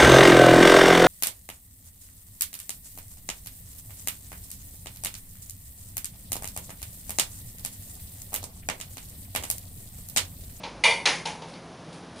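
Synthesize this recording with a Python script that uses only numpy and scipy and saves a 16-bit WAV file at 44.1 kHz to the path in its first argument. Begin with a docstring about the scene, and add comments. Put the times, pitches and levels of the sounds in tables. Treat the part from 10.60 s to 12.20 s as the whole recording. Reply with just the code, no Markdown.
"""A bare, ringing room, where a metal curtain rod is pushed against its wall bracket.
Each knock is a short chattering crack, a ring of the hollow rod and a thud of the wall behind it.
The curtain rustles faintly along the rod over a bed of hiss, soft drone and low hum.
Everything is heard from a few metres away, nearly mono."""
import sys
import numpy as np
from scipy import signal
from scipy.fft import rfft, irfft
from scipy.io import wavfile

SR = 44100
rng = np.random.default_rng(int(sys.argv[2]) if len(sys.argv) > 2 else 0)


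def to_wav(sig):
    """Store sig (one row per channel, or 1-D mono) as 16-bit WAV at the path in sys.argv[1].

    Samples outside -1..1 are clipped; the rate is SR.
    """
    pcm = np.clip(np.atleast_2d(sig), -1, 1) * 32767
    pcm = np.round(pcm).astype(np.int16)
    wavfile.write(sys.argv[1], SR, pcm.T)  # frames by channels


N = 70560

# tone of the room hiss (frequency [Hz], relative level [dB])
HISS_TONE = [(20, -28), (38, -16), (52, -33), (70, -13), (105, -10), (135, -5), (175, -8.5), (225, -7),
             (330, -9), (480, -10.5), (790, -12.5), (1300, -18.5), (2200, -24.5), (3300, -26), (6000, -29),
             (7900, -40.5), (10000, -34)]
# fader curve of the low hum (time [s], level [dB])
HUM_FADER = [(0, -61), (.17, -50), (.3, -58), (.5, -61), (.7, -59), (1.0, -73), (1.6, -74)]
# early reflections (delay [s], gain [dB])
EARLY_ECHOES = [(.0015, -17), (.0095, -20), (.0176, -11), (.0238, -20), (.0335, -17)]
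# tone of the reflections from the corner of wall and ceiling (frequency [Hz], gain [dB])
CORNER_TONE = [(200, -30), (1500, -27), (2500, 1.5), (4000, 6), (6500, 1), (9000, 0)]
# decay of the reverb tail (frequency [Hz], t60 [s])
TAIL_DECAY = [(150, 0.64), (500, 0.41), (1400, 0.39), (3500, 0.34), (6500, .36), (10000, 0.45)]
# stereo width of the tail (frequency [Hz], side minus mid [dB])
TAIL_WIDTH = [(100, 1.5), (700, -25), (2200, -23), (5000, -17.5), (9000, -15.5)]
# cues for cloth sliding on the rod (time [s], length [s], peak send to the room [dB])
RUSTLE_CUES = [(.85, 0.094, -50.5), (1.272, 0.098, -48), (1.476, 0.3, -44.5)]
# tone of the cloth (frequency [Hz], relative level [dB])
CLOTH_TONE = [(200, -15), (900, -23), (1600, -3), (3000, -2), (5000, -2.5), (7900, -11), (10000, -4.5)]
# modes of the bracket and wall (frequency [Hz], relative level [dB], t60 [s])
WALL_MODES = [(462, -9, .35), (552, -11, .4), (647, -10, .34), (775, -13, .25), (840, -5, .2),
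              (915, 0, .28), (977, -6, .22)]
# modes of the hollow rod (frequency [Hz], relative level [dB], t60 [s])
ROD_MODES = [(2031, -5, .29), (2099, -4, .32), (2168, -1, .31), (2281, -7, .22), (2333, -5, .21),
             (2376, -2, .23), (2422, -8, .17), (2906, -8, .23), (2984, -8, .2), (3277, -8, .22),
             (3590, -7, .2), (4476, -6, .11), (4759, -13, .2)]
# tone of the crack (frequency [Hz], relative level [dB])
CRACK_TONE = [(60, -24), (200, -14.5), (380, -7), (620, -6.5), (950, 4.5), (1250, -3.5), (1700, -3.5),
              (2300, 2.5), (3000, 0), (4300, -1), (6400, -3.5), (7900, -15.5), (10000, -9)]
# knock cues (time [s], crack trim [dB], rod ring trim [dB], wall thud trim [dB],
# crack high cut [Hz], contact pitch [Hz], boost or cut at that pitch [dB])
KNOCK_CUES = [(0.0344, -12.5, -33, -10, 4810, 3760, 1), (0.2378, -2, 1, -8, 13600, 9060, 10.5),
              (0.2425, -1.5, -31.5, 1.5, 9800, 4400, 0), (0.2765, -10, -15, 1, 9000, 2320, 11),
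              (0.306, -12, -8, -7, 9100, 490, -9), (0.4559, 5, -8, -3.5, 9200, 1840, 5),
              (0.6552, -7.5, -45, -4, 13000, 4400, -1.5), (0.8195, -21, -48, -13, 6240, 557, 18),
              (0.936, -28.5, -36, -29, 6480, 4700, 6.5)]


def amp(db):
    """Decibels to gain."""
    return 10 ** (np.asarray(db) / 20)


def unit_rms(x):
    """Scales to an rms of 1."""
    return x / np.sqrt(np.mean(x ** 2) + 1e-20)


def curve_at(points, hz):
    """Reads a curve on a log-frequency axis."""
    table_hz, values = np.transpose(points)
    return np.interp(np.log(hz + 1), np.log(table_hz + 1), values)


def add(mix, start_s, sound):
    """Drops a sound into the mix at its cue."""
    part = mix[max(round(start_s * SR), 0):][:len(sound)]
    part += sound[:len(part)]


def equalise(x, tone):
    """Shapes a signal with a tone curve."""
    hz = np.fft.rfftfreq(len(x), 1 / SR)
    return irfft(rfft(x) * amp(curve_at(tone, hz)), len(x))


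def room_tone(hiss_db=-44.5, drone_db=-50, drone_hz=169.5, drone_width_hz=16.3, hum_hz=51.3):
    """The bed: steady hiss, a narrow band of noise that wavers as a drone, and a low hum that fades."""
    t = np.arange(N) / SR
    mid, side = (unit_rms(equalise(rng.standard_normal(N), HISS_TONE)) for _ in range(2))
    side *= amp(-35)  # nearly mono
    hiss = amp(hiss_db) * np.array([mid + side, mid - side])
    band = np.exp(-((np.fft.rfftfreq(N, 1 / SR) - drone_hz) / drone_width_hz) ** 2)
    drone = amp(drone_db) * unit_rms(irfft(rfft(rng.standard_normal(N)) * band, N))
    hum_gain = amp(np.interp(t, *np.transpose(HUM_FADER)))
    hum = hum_gain * unit_rms(np.sin(2 * np.pi * (hum_hz * t + rng.random())))
    return hiss + drone + hum


def reverb_tail(level_db=0.5, rise_s=0.008):
    """Mid and side of the dense reflections, which build up quickly and die away band by band."""
    hz, frame_s, bands = signal.stft(rng.choice([-1., 1.], (2, SR)), SR, nperseg=256)
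    bands *= amp(-60 * frame_s / curve_at(TAIL_DECAY, hz)[:, None])
    bands[1] *= amp(curve_at(TAIL_WIDTH, hz))[:, None]
    fade_in = 1 - np.exp(-np.arange(SR) / SR / rise_s)
    tail = signal.istft(bands, SR, nperseg=256)[1][:, :SR] * fade_in
    return amp(level_db) * tail / np.linalg.norm(tail[0])


def in_room(sound, direct_db=-13, corner_db=-6.5, corner_delay_s=.0042, corner_spread_s=.002):
    """Puts a sound in the stereo room: direct path, a bright splash off the corner, echoes and tail."""
    t = np.arange(SR) / SR
    mid, side = reverb_tail()
    splash = rng.standard_normal(SR) * np.exp(-((t - corner_delay_s) / corner_spread_s) ** 2)
    mid += amp(corner_db) * equalise(splash / np.linalg.norm(splash), CORNER_TONE) * (t < .5)
    mid[0] += amp(direct_db)
    for delay_s, db in EARLY_ECHOES:
        add(mid, delay_s, amp([db]))
    response = np.array([mid + side, mid - side])
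    return signal.fftconvolve(sound[None], response, axes=1)[:, :N]


def curtain_rustle(grains_per_s=1000, spread_db=6):
    """Fine grains of cloth slipping along the rod, swelling and fading."""
    grains = (rng.random(N) < grains_per_s / SR) * rng.standard_normal(N)
    grains *= amp(spread_db * np.minimum(rng.exponential(1, N), 4))  # a few grains stick out
    swells = np.zeros(N)
    for start_s, length_s, db in RUSTLE_CUES:
        add(swells, start_s, amp(db) * np.hanning(round(length_s * SR)))
    return in_room(swells * unit_rms(equalise(grains, CLOTH_TONE)))


def struck_modes(modes, attack_s=.0018):
    """One blow sets the rod or wall ringing, each mode dying at its own rate."""
    t = np.arange(SR) / SR
    ring = sum(amp(db - 60 * t / t60) * np.sin(2 * np.pi * (hz * t + rng.random()))
               for hz, db, t60 in modes)
    return ring * (1 - np.exp(-t / attack_s))


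def metal_crack(high_cut_hz, pitch_hz, boost_db, chatter_s=0.0014, bell_octaves=.22, size=4096):
    """Metal chatters briefly on metal after the first touch, coloured by the spot that is hit."""
    t = np.arange(size) / SR
    hz = abs(np.fft.fftfreq(size, 1 / SR))
    chatter_spectrum = np.fft.fft(rng.standard_normal(size) * np.exp(-t / chatter_s))
    spot_db = boost_db * np.exp(-(np.log2((hz + 1) / pitch_hz) / bell_octaves) ** 2 / 2)
    tone = amp(curve_at(CRACK_TONE, hz) + spot_db) / np.hypot(1, (hz / high_cut_hz) ** 2)
    gain = tone / (abs(chatter_spectrum) + 1e-6)  # evens out the chatter's random peaks
    minimum_phase_eq = np.exp(np.conj(signal.hilbert(np.log(gain))))  # keeps the attack sharp
    return np.fft.ifft(chatter_spectrum * minimum_phase_eq).real[:size // 2]


def rod_knocks(crack_db=13, ring_db=-19.5, thud_db=-27.5, send_db=7, send_t60_s=0.079, dry_db=-1):
    """The rod hits its bracket: the contact cracks, the tube rings and the wall thuds."""
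    t = np.arange(N) / SR
    mix = np.zeros((2, N))
    for start_s, crack_trim, ring_trim, thud_trim, high_cut_hz, pitch_hz, boost_db in KNOCK_CUES:
        contact, body = np.zeros((2, N))
        add(contact, start_s, amp(crack_db + crack_trim) * metal_crack(high_cut_hz, pitch_hz, boost_db))
        add(body, start_s, amp(ring_db + ring_trim) * struck_modes(ROD_MODES))
        add(body, start_s, amp(thud_db + thud_trim) * struck_modes(WALL_MODES))
        # the loud start of the ring is what fills the room
        body_send = body * amp(send_db - 60 * np.maximum(t - start_s, 0) / send_t60_s)
        mix += in_room(contact + body_send) + amp(dry_db) * body
    return mix


def scene():
    """Knocks up front, with the curtain and the room tone underneath."""
    return rod_knocks() + curtain_rustle() + room_tone()


def record(dry, high_cut_hz=10600):
    """A steep high cut takes the air off the whole mix."""
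    low_pass = signal.firwin(401, high_cut_hz, window=("kaiser", 9), fs=SR)
    return signal.oaconvolve(dry, low_pass[None], "same")


dry = scene()
out = record(dry)
to_wav(out)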